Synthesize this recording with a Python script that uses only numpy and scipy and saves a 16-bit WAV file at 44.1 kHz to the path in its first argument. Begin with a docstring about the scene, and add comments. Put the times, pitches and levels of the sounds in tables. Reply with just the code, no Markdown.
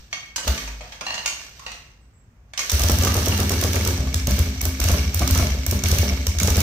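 """Kick-starting a V-twin

A big motorcycle in a workshop, a few steps away. The kick lever clanks, a first stroke only turns
the engine over, and the ratchet clicks back up. On the second stroke it catches, races for a second
and settles into a loping idle: firings boom and bark from the pipes while the valves clack shut
and the gears whirr."""
import sys
import numpy as np
from scipy import signal
from scipy.fft import rfft, irfft
from scipy.io import wavfile
from scipy.ndimage import uniform_filter1d

SR = 44100
rng = np.random.default_rng(int(sys.argv[2]) if len(sys.argv) > 2 else 0)


def unload_wav(signal):
    """Save mono or channel-first audio to the path in sys.argv[1] as 16-bit WAV at rate SR, clipped to [-1, 1]."""
    wavfile.write(
        sys.argv[1],
        SR,
        np.round(np.clip(np.atleast_2d(signal).T, -1, 1) * 32767).astype(np.int16),
    )


N = 291934
T = np.arange(SR // 2) / SR  # seconds within one event
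TIME = np.arange(N) / SR  # seconds within the scene
CATCH_S = 2.713  # the engine catches


def amp(db):
    """Decibels to gain."""
    return 10 ** (np.asarray(db) / 20)


def curve(points, hz):
    """Joins (Hz, value) points on a log-frequency axis."""
    point_hz, value = np.transpose(points)
    return np.interp(np.log(hz + 1), np.log(point_hz + 1), value)


def unit(x):
    """Scales to an energy of 1 per channel."""
    return x / np.sqrt(np.sum(x ** 2, -1, keepdims=True) + 1e-20)


def add(mix, s, sound):
    """Mixes a sound in at s seconds."""
    at = round(s * SR)
    sound = sound[..., max(-at, 0):]
    part = mix[:, max(at, 0):][:, :sound.shape[-1]]
    part += sound[..., :part.shape[-1]]


def colour(x, spectrum, tilt_db=0, tilt_from_hz=500, tilt_to_hz=7000):
    """Minimum-phase EQ with the given spectrum, tilted in dB per octave."""
    hz = abs(np.fft.fftfreq(4096, 1 / SR))
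    octaves = np.log2(np.clip(hz, tilt_from_hz, tilt_to_hz) / tilt_from_hz)
    log_gain = np.log(amp(curve(spectrum, hz) + tilt_db * octaves))
    taps = np.fft.ifft(np.exp(np.conj(signal.hilbert(log_gain)))).real[:len(hz) // 2]
    return signal.oaconvolve(x, taps[None], axes=1)[:, :x.shape[-1]]


def resonate(x, hz, width_hz):
    """One narrow resonance, at unit energy."""
    return unit(signal.lfilter(*signal.iirpeak(hz, hz / width_hz, SR), x))


def ring(modes, spread_db, detune=0):
    """Dying modes whose strengths and pitches can vary from blow to blow."""
    hz, db, t60 = np.transpose(modes)
    hz = hz * (1 + detune * rng.standard_normal(len(hz)))
    waves = np.exp(2j * np.pi * hz[:, None] * T) * 1e-3 ** (T / t60[:, None])
    strength = amp(db + spread_db * rng.standard_normal((2, len(hz))))
    phase = np.exp(2j * np.pi * rng.random(len(hz))) * np.array([[1], [1j]])
    return unit(((strength * phase) @ waves).real)


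def burst(envelope, grain):
    """Grainy stereo noise under an envelope."""
    n = len(envelope)
    return rng.standard_normal((2, n)) * np.exp(grain * rng.standard_normal(n)) * envelope


def swells(rows, rise_s, fall_db_per_s):
    """Gain over time: each (start, length, dB) rises, holds and dies away."""
    gains = [np.clip((TIME - s) / rise_s, 0, 1)
             * amp(db - fall_db_per_s * np.maximum(TIME - s - length, 0)) for s, length, db in rows]
    return np.max(gains, axis=0)


# The workshop's reverb. Each row: frequency in Hz, time to fall 60 dB in seconds.
ROOM_DECAY = [(100,1),(300,0.76),(700,0.46),(2000,0.62),(5000,0.44),(9000,0.44),(15000,0.29)]
def room(x, wet_db):
    """Adds reverb: sparse reflections, every band dying at its own speed."""
    t = np.arange(SR) / SR
    fade_in = np.clip((t - .004) / .0073, 0, 1)
    taps = rng.standard_normal((2, SR)) * (rng.random((2, SR)) < .15) * fade_in
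    hz, age, bands = signal.stft(taps, SR, nperseg=256)
    decay = 1e-3 ** (age / curve(ROOM_DECAY, hz)[:, None])
    tail = signal.istft(bands * decay, SR, nperseg=256)[1]
    return x + amp(wet_db) * signal.fftconvolve(x, unit(tail), axes=1)[:, :N]


# Room tone. Each row: frequency in Hz, relative level in dB.
ROOM_TONE_EQ = [(15,-49),(36,-22),(57,4.5),(77,-12),(115,-11),(145,-16.5),(190,-20),(350,-30),(2300,-41.5),(4000,-53.5),(6500,-48.5),(10000,-63),(15000,-57.5)]
def room_tone():
    """The low rumble and faint hiss of the workshop."""
    return amp(-47) * np.sqrt(N) * unit(colour(rng.standard_normal((2, N)), ROOM_TONE_EQ))


# The ring of crankcase and cover. Each row: pitch in Hz, level in dB, time to fall 60 dB in seconds.
CASE_MODES = [(1113,-1,0.066),(1205,-12,0.031),(1714,-2.5,0.063),(2020,8,0.0092),(2768,-1,0.057),(3056,-8,0.08),(5360,4,0.016),(5210,-8,0.0074),(5550,-2,0.024),(6040,8,0.026),(6050,7,0.015),(6150,5.5,0.013),(6850,7,0.004)]
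def through_case(x, ring_db):
    """The crankcase and its covers ring with whatever knocks inside them."""
    return x + amp(ring_db) * signal.oaconvolve(x, ring(CASE_MODES, spread_db=.5), axes=1)[:, :N]


# Steel knocking on steel. Each row: frequency in Hz, relative level in dB.
KNOCK_EQ = [(60,-15),(200,-3.5),(400,-14.5),(600,-1.5),(1400,-4.5),(2400,-0.5),(3600,-4),(5000,-5.5),(6400,0.5),(7300,-10.5),(9500,-16.5),(14500,-21.5)]
def chain_ticks(per_s=130, spread_db=4, decay_s=.0006):
    """Chain links tick on the sprockets at random."""
    hits = (rng.random(N) < per_s / SR) * amp(spread_db * np.minimum(rng.exponential(1, N), 3))
    envelope = signal.lfilter([1], [1, -np.exp(-1 / (decay_s * SR))], hits)
    return unit(colour(burst(envelope, grain=.2), KNOCK_EQ))


# The lever turns gears and chain. Each row: start in seconds, length in seconds, level in dB.
LEVER_SWINGS = [(-.04,0.052,-50.5),(.09,0.15,-49.5),(.42,0.2,-35),(.79,0.14,-48),(1.04,0.4,-42),(1.5,0.27,-48.5),(2.47,.05,-72),(2.57,0.1,-33.5)]
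# The tone of meshing teeth. Each row: frequency in Hz, relative level in dB.
WHIRR_EQ = [(150,1.5),(600,8.5),(900,3),(1150,-2),(1450,2.5),(2230,7.5),(2600,4),(4700,7.5),(6100,1),(7000,2.5),(8400,1.5),(9100,-28),(14200,-0.5),(15500,-17.5)]
def gears(effort_db):
    """Tooth impacts and ticking links make a rough whirr that turns brighter under load."""
    level = swells(LEVER_SWINGS, rise_s=.032, fall_db_per_s=80)
    level += (TIME > CATCH_S) * amp(effort_db - 29)
    flutter_db = .92 * unit(uniform_filter1d(rng.standard_normal(N), 180)) * np.sqrt(N)
    teeth = burst(amp(flutter_db), grain=.19)
    ticks = chain_ticks()
    whirr = unit(through_case(unit(colour(teeth, WHIRR_EQ)) + amp(-8) * ticks, ring_db=-6))
    drone = cover_drone(unit(teeth) + ticks, effort_db)
    fizz = unit(signal.sosfilt(signal.butter(2, 8000, "high", fs=SR, output="sos"), teeth))
    return np.sqrt(N) * (level * whirr + drone + amp(22) * level ** 2 * fizz)


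def jangle(t60_s, count):
    """The short-lived overtones of brackets and springs, different at every blow."""
    hz = rng.uniform(500, 9000, count)
    t = T[:len(T) // 2]
    waves = np.exp(2j * np.pi * hz[:, None] * t) * 1e-3 ** (t / t60_s)
    strength = rng.standard_normal((2, count)) + 1j * rng.standard_normal((2, count))
    return unit(np.pad((strength @ waves).real, ((0, 0), (0, len(T) - len(t)))))


def struck_steel(blows, modes):
    """Blows on a steel part: a rattling knock, a jangle and the ring of its main modes."""
    out = np.zeros((2, N))
    attack = 1 - np.exp(-T / .00068)
    for s, knock_db, tilt_db, ring_db, rattle_s in blows:
        rattle = unit(burst(attack * np.exp(-T / rattle_s), grain=.12))
        overtones = amp(-1) * jangle(t60_s=.08, count=36)
        knock = unit(colour(rattle + overtones, KNOCK_EQ, tilt_db, tilt_to_hz=13000))
        ringing = attack * ring(modes, spread_db=1, detune=.009)
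        add(out, s, amp(knock_db) * knock + amp(ring_db) * ringing)
    return out


# Lever clanks. Each row: start in seconds, knock in dB, brightness in dB per octave, ring in dB,
# rattle decay in seconds.
LEVER_CLANKS = [(0.128,-1.5,-1,2.5,0.011),(0.3605,5,3.5,-18,0.0047),(0.380,-2.5,-2.5,-14,0.014),(0.476,4.5,-2.5,-24,0.0067),
                (0.577,-5.5,5,-2,0.012),(0.676,-7,-2.5,-20,0.035),(0.808,-7,-4.5,-14,0.096),(0.922,-9,-1,-16,0.028),
                (1.010,-2.5,-1,-35,0.0035),(1.013,-5.5,-8.5,-28.5,0.016),(1.259,7,2.5,-2,0.0033),(1.276,1.5,2.5,-16,0.0062),(1.594,-16.5,3,-28,0.0044),
                (1.717,-8.5,1,-32,0.0028),(2.535,-10,-0.5,-12,0.0045),(2.576,3.5,3,-4.5,0.0075),(2.592,4,2.5,1.5,0.018)]
# The lever's ring. Each row: pitch in Hz, level in dB, time to fall 60 dB in seconds.
LEVER_MODES = [(618,-16,0.12),(1050,-11,0.11),(1172,-1.5,0.077),(1855,2,0.048),(2196,5.5,0.089),(2217,-0.5,0.073),(2370,-4.5,0.12),(2530,-7.5,0.09),(3206,1.5,0.1),(3800,-9.5,0.1),(4414,3,0.063),(6050,-1,0.07),(6460,-4,0.067)]
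def kick_lever():
    """The steel lever clanks and rings as it is worked."""
    return struck_steel(LEVER_CLANKS, LEVER_MODES)


def boom(hz, swell_s):
    """A slug of gas sets the air of pipe and room swinging; it swells and dies."""
    age = T / swell_s
    return -(age * np.exp(1 - age)) ** 3 * np.sin(2 * np.pi * hz * T)


# The tone of an exhaust blast. Each row: frequency in Hz, relative level in dB.
BARK_EQ = [(40,-12),(90,7.5),(135,6),(165,5),(205,2.5),(310,-4),(400,-10.5),(520,-0.5),(680,-3.5),(850,-15.5),(1200,-7.5),(2000,-21.5),(4000,-21),(12000,-29.5)]
# The pipes' ring. Each row: pitch in Hz, level in dB, time to fall 60 dB in seconds.
PIPE_MODES = [(135.6,5,0.47),(203.65,7,0.47),(261,-0.5,0.68),(364.7,0,0.28),(414.4,0.5,0.18),(484,-9,0.17),(592,0,0.19),(679.5,0.5,0.14),(705,-12,0.194),(830,-10.5,0.29),(909,-8,.16),(1030,-5,0.11),(1109,-6.5,.1)]
def bark(tilt_db):
    """A steep pressure front bounces in the pipe, followed by rushing gas; the pipe rings on."""
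    front = np.zeros(len(T))
    trips = np.arange(4)
    trip_s = .0024 * rng.uniform(.9, 1.25)
    front[np.round(trips * trip_s * SR).astype(int)] = .72 ** trips
    rush = amp(-1) * unit(burst(np.exp(-T / .009), grain=.3))
    blast = colour(unit(front) + rush, BARK_EQ, tilt_db, tilt_from_hz=170, tilt_to_hz=1100)
    ring_db = -3.5 - tilt_db / 2  # dull blasts ring the pipe more
    return unit(unit(blast) + amp(ring_db) * ring(PIPE_MODES, spread_db=3.5, detune=.0077))


# Puffs on the first kick. Each row: start in seconds, boom in dB, pitch in Hz, swell in seconds,
# bark in dB.
PUFFS = [(0.448,-32,66.5,0.018,-11.5),(0.471,-12.5,65.8,0.029,1.5),(0.566,-29.5,52.4,0.125,-19)]
def unfired_puffs():
    """Unfired strokes push air out of the pipes; returns booms and barks separately."""
    booms, barks = np.zeros((2, N)), np.zeros((2, N))
    for s, boom_db, hz, swell_s, bark_db in PUFFS:
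        add(booms, s, amp(boom_db) * boom(hz, swell_s))
        add(barks, s, amp(bark_db) * bark(tilt_db=-.5))
    return booms, barks


def far_wall(x, delay_s=.0225, scatter_s=.0076):
    """The shelves along the far wall throw back one scattered echo."""
    scatter = unit(burst(np.exp(-T / scatter_s), grain=1))
    echo = np.zeros((2, N))
    add(echo, delay_s, signal.oaconvolve(x, scatter, axes=1)[:, :N])
    return amp(-7.5) * echo


# Single valve clacks. Each row: time in seconds, level in dB, brightness in dB per octave.
VALVE_CLACKS = [(0.479, 3.5, 0), (2.697, 5, -7), (2.703, 2, -7), (2.717, 5.0, 2), (2.794, 3.0, 3),
                (2.818, 1.0, -1), (2.836, 4.5, -3), (2.885, 2.5, -4), (2.897, 3.0, -3), (2.917, 3.5, 5),
                (2.986, 2.0, 2), (3.035, 3.0, -7), (4.143, 5, -4), (4.271, 4.0, -1), (4.309, 0.5, 2),
                (4.391, 2.5, 3), (4.614, 4.0, 4), (4.653, 5.5, 4), (4.801, 4.5, 0), (4.84, 3.5, -1),
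                (4.886, 4, -5), (4.916, -0.5, 1), (5.145, 5, 4), (5.193, 1.0, -3), (5.276, 5.0, -4),
                (5.309, 5.0, 6), (5.349, 1.5, 0), (5.376, 3.0, 0), (5.664, 4.5, 2), (5.711, 4.5, 4),
                (5.837, 3.5, -5), (5.885, 2, 2), (5.915, 5.0, -1), (5.985, 5.0, 0), (6.268, 5.0, -3),
                (6.386, 1.5, -9), (6.4, 5.0, -3), (6.432, 6.5, 0), (6.474, 3.5, -4), (6.502, 2.0, 0),
                (6.557, -1, -8), (6.568, 2.5, 1), (6.604, 5.5, -1)]
# The even race after the catch. Each row: the front cylinder's stroke in seconds, the clack before it
# in dB, the clack after it in dB.
RACE_CYCLES = [(3.036,1,4),(3.154,2.5,1.5),(3.271,2,2.5),(3.389,-2,2),(3.506,3,2),(3.625,2,4.5),(3.744,.5,1),(3.862,2,4.5)]
def valve_gear(lead_s=.012, lag_s=.0125):
    """Valves and tappets clack as they close, each a few milliseconds of chattering steel."""
    clacks = list(VALVE_CLACKS)
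    for s, before_db, after_db in RACE_CYCLES:
        clacks += [(s - lead_s, before_db, 0), (s + lag_s, after_db, 0)]
    out = np.zeros((2, N))
    ms = T[:len(T) // 8] * 1000
    for s, db, tilt_db in clacks:
        chatter = unit(burst(ms ** 2 * np.exp(-ms), grain=.25))
        add(out, s - .001, amp(db) * clack_tone(chatter, tilt_db))
    return room(through_case(out, ring_db=-19), wet_db=-3.5)


# The tone of a valve clack. Each row: frequency in Hz, relative level in dB.
CLACK_EQ = [(100,-20),(700,-9),(1500,-7),(2300,-8),(3400,-3.5),(4500,-4),(5500,1),(6400,4.5),(7200,-2),(8300,-2),(9300,-7),(12000,-4),(14500,-.5),(16000,-5)]
def clack_tone(chatter, tilt_db):
    """Gives a clack its hard, steely top end."""
    return unit(colour(chatter, CLACK_EQ, tilt_db, tilt_from_hz=5500, tilt_to_hz=13000))


# Ratchet clicks. Each row: start in seconds, knock in dB, brightness in dB per octave, ring in dB,
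# rattle decay in seconds.
PAWL_DROPS = [(1.066,-7,0.5,3,0.0046),(1.105,-7,-1,2.5,0.0035),(1.142,-2,-1,-4.5,0.0031),(1.179,-7,-1,0.5,0.0036),(1.261,-17,-1,-3.5,0.0033),
              (1.664,-6,-2.5,-4,0.0065),(3.319,-9,0,0,0.0042)]
# The ratchet's ring. Each row: pitch in Hz, level in dB, time to fall 60 dB in seconds.
RATCHET_MODES = [(650,-6.5,0.051),(758,-13,0.08),(846,-3.5,0.085),(950,-1.5,0.051),(1110,-4,0.044),(1764,-6.5,0.095),(1880,-2.5,0.052),(2250,-9,.04),(2780,0.5,0.03),(2800,9.5,0.05),(2830,2,0.022),(4230,4,0.032),(4570,2,0.017)]
def ratchet(bounce_db=-6):
    """The pawl drops over its teeth and rebounds once each time, weaker, a moment later."""
    bounces = [(s + rng.uniform(.007, .022), knock_db + bounce_db, tilt_db, ring_db + bounce_db, decay_s)
               for s, knock_db, tilt_db, ring_db, decay_s in PAWL_DROPS]
    return struck_steel(PAWL_DROPS + bounces, RATCHET_MODES)


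def lever_spring(start_s=1.594, decay_s=.07):
    """The lever's spring scrapes as it comes to rest."""
    out = np.zeros((2, N))
    scrape = burst(np.exp(-T / decay_s), grain=.63)
    add(out, start_s, amp(-14) * resonate(scrape, hz=1095, width_hz=70))
    return out


# Pings between the kicks. Each row: start in seconds, level in dB, pitch in Hz.
PINGS = [(2.005,-39,8000),(2.135,-34,7660)]
def pings(decay_s=.052):
    """A small part pings faintly while the rider waits."""
    out = np.zeros((2, N))
    for s, db, hz in PINGS:
        add(out, s, amp(db) * resonate(burst(np.exp(-T / decay_s), grain=.3), hz, width_hz=30))
    return out


# The drone builds from the catch on. Each row: time in seconds, level in dB before effort is added.
COVER_LEVELS = [(2.7,-54),(3.5,-48),(4.2,-41.5),(5.4,-41),(6.6,-39.5)]
def cover_drone(blows, effort_db, follow=.33):
    """Teeth and links keep the chain cover droning; its level partly follows the engine's effort."""
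    drone = (resonate(blows, hz=2225, width_hz=120)
             + amp(-5.5) * resonate(blows, hz=5480, width_hz=150)
             + amp(-7) * resonate(blows, hz=6280, width_hz=220))
    level_db = np.interp(TIME, *np.transpose(COVER_LEVELS)) + follow * effort_db
    return (TIME > CATCH_S) * amp(level_db) * drone


# The catch, the race, then the lope with a small surge before each big one.
# Each row: start in seconds, length in seconds, effort in dB.
SURGES = [(2.715,0.66,0),(3.02,0.87,-1.5),(4.143,0.031,-10.5),(4.271,0.1,-1.5),(4.614,0.039,-5),(4.801,0.15,0.5),(5.144,0.13,-3.5),
          (5.277,0.15,0),(5.665,0.1,-5.5),(5.838,0.19,1),(6.267,0.075,-15),(6.39,0.25,-1.5),(6.558,.08,2)]
def engine_effort(coast_db=-12):
    """How hard the engine pulls, in dB: surges over a coasting level."""
    surges = swells(SURGES, rise_s=.02, fall_db_per_s=53.5)
    return 20 * np.log10(np.hypot(surges, amp(coast_db)))


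# Thumps of the catch and the uneven lope. Each row: start in seconds, level in dB, pitch in Hz.
THUMPS = [(2.722, -11.5, 74.5), (2.789, -14.5, 63.6), (2.83, -11, 80.7), (2.909, -12.5, 76.4),
          (2.977, -10.5, 78), (3.978, -17.0, 70.4), (4.052, -19, 69.4), (4.141, -13.5, 79.8),
          (4.218, -19.5, 69), (4.268, -15.5, 66), (4.304, -11.5, 72), (4.383, -10, 78), (4.465, -16, 70.5),
          (4.559, -24, 76), (4.613, -19, 63.5), (4.655, -13, 77.5), (4.797, -14, 58.3), (4.838, -12, 81.4),
          (4.905, -9.5, 75.6), (4.98, -16.5, 74), (5.054, -16, 75), (5.144, -14.5, 83), (5.203, -16.5, 67),
          (5.302, -8.5, 78), (5.364, -13, 82.4), (5.405, -10, 77.5), (5.498, -16, 71.4), (5.572, -20, 65.4),
          (5.666, -14.5, 78), (5.734, -15, 72), (5.831, -13, 84), (5.905, -10.5, 78.7), (5.975, -12, 89),
          (6.018, -25, 71.6), (6.065, -20.5, 79), (6.106, -13, 74), (6.178, -22.5, 69.4),
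          (6.267, -13, 76.5), (6.35, -14.5, 72.7), (6.424, -12, 80.3), (6.491, -10.5, 76),
          (6.558, -12.5, 82)]
def firing_booms(race_db=-16.5, race_hz=86.2, cycle_s=.1176, rear_phase=.44):
    """Each firing booms and sets the pipes humming; in the race, front and rear fire in turn."""
    firings = list(THUMPS)
    for s, _, _ in RACE_CYCLES:
        firings += [(s, race_db, race_hz), (s + rear_phase * cycle_s, race_db, race_hz)]
    out = np.zeros((2, N))
    for s, db, hz in firings:
        thump = boom(hz, swell_s=.027)
        linger = amp(-12.5) * boom(hz=68.1, swell_s=.068)  # the room holds on to the boom
        shove = amp(db - 3) * boom(hz=rng.uniform(17, 57), swell_s=.012)  # hard firings shove the air
        hum = unit(np.minimum(T / .016, 1) * ring(PIPE_MODES, spread_db=.5, detune=.004))
        add(out, s, amp(db) * (thump + linger + shove + amp(7.5) * hum))
    return out


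def race_fade_db(s, db_per_s=-2):
    """The race's barks and growl ease off as it goes on."""
    return db_per_s * (s - RACE_CYCLES[0][0])


# Charges that burn hard. Each row: start in seconds, level in dB, brightness in dB per octave.
HARD_BARKS = [(2.805,2,0.5),(2.844,3.5,-4),(2.897,11,-1.5),(3.02,3,-0.5),(3.072,5,6),(3.22,-3,5),(3.333,-1.5,6),(3.982,1.5,-2),(4.004,4,-3.5),(4.072,-4,0),
              (4.123,-9,-3),(4.279,10.5,-6.5),(4.397,-0.5,-4),(4.46,-5,-7),(4.629,1.5,-5),(4.663,-2,-5),(4.852,2,-3),(4.895,7,-2.5),(4.94,6,-3),
              (4.975,-2,-3),(5.094,-5,-12),(5.208,8,-4.5),(5.219,10,-1.5),(5.357,4.5,1),(5.396,7,-1),(5.427,6,-2.5),(5.545,0.5,-6),(5.723,10.5,-4.5),
              (5.846,5,-5),(5.926,6.5,-2),(6.032,8.5,-5),(6.123,-1,-5),(6.171,-3,-5),(6.413,8.5,-4.5),(6.446,5,-7),(6.482,8.5,-1),(6.579,11.5,-4)]
def firing_barks(soft_tilt_db=-2.5, echo_s=.022):
    """The pipes bark with each hard charge, thump and racing cycle;
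    a quick echo follows each racing bark."""
    barks = HARD_BARKS + [(s, db + 11.5, soft_tilt_db) for s, db, _ in THUMPS]
    for s, _, _ in RACE_CYCLES:
        fade_db = race_fade_db(s)
        barks += [(s, 5.5 + fade_db, -.5), (s + echo_s, 7.5 + fade_db, soft_tilt_db)]
    out = np.zeros((2, N))
    for s, db, tilt_db in barks:
        add(out, s, amp(db) * bark(tilt_db))
    return out


# The throaty tone of rushing gas. Each row: frequency in Hz, relative level in dB.
GROWL_EQ = [(60,-12),(200,-11),(380,8.5),(520,-3.5),(700,-5),(1300,-13),(2000,-15),(3000,-32),(12000,-44)]
def race_growl(decay_s=.036):
    """Gas rushes out at each front stroke while the engine races."""
    out = np.zeros((2, N))
    for s, _, _ in RACE_CYCLES:
        rush = unit(colour(burst(np.exp(-T / decay_s), grain=.25), GROWL_EQ))
        add(out, s, amp(4 + race_fade_db(s)) * rush)
    return out


def scene():
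    """The motorcycle in its workshop; the exhaust's blasts get reverb and a slap off the far wall."""
    ambience = room_tone()
    starter = room(kick_lever() + ratchet() + lever_spring() + pings(), wet_db=-2)
    whirr = gears(engine_effort())
    booms = firing_booms()
    blasts = firing_barks() + race_growl()
    puff_booms, puff_barks = unfired_puffs()
    blasts += puff_barks
    exhaust = booms + puff_booms + room(blasts, wet_db=-3.5) + far_wall(blasts)
    return ambience + starter + whirr + exhaust + valve_gear()


# Stereo width. Each row: frequency in Hz, gain of side against mid in dB.
STEREO_WIDTH = [(60,-23),(125,-22.5),(250,-16),(500,-10),(1000,-1),(4000,1),(14000,0.5)]
# Stereo balance. Each row: frequency in Hz, left minus right in dB.
STEREO_LEAN = [(60, 0.5), (110, 1), (200, -0.5), (380, -3), (700, 3), (1290, -3.5), (2380, -0.5),
               (4400, -4), (8120, -1.5), (15000, -5.5)]
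def record(dry, low_cut_hz=22, ceiling=.6, high_cut_hz=15600):
    """Two closely spaced microphones: near-mono bass, treble leaning right, softly rounded peaks."""
    hz = np.fft.rfftfreq(N, 1 / SR)
    left, right = rfft(dry) * hz ** 4 / (hz ** 4 + low_cut_hz ** 4)
    mid = (left + right) / 2
    side = (left - right) / 2 * amp(curve(STEREO_WIDTH, hz))
    lean = amp(curve(STEREO_LEAN, hz) / 2)
    pair = irfft(np.array([(mid + side) * lean, (mid - side) / lean]), N)
    rounded = pair / (1 + (pair / ceiling) ** 6) ** (1 / 6)
    lowpass = signal.firwin(301, high_cut_hz, window=("kaiser", 8), fs=SR)
    return signal.oaconvolve(rounded, lowpass[None], "same")


dry = scene()
out = record(dry)
unload_wav(out)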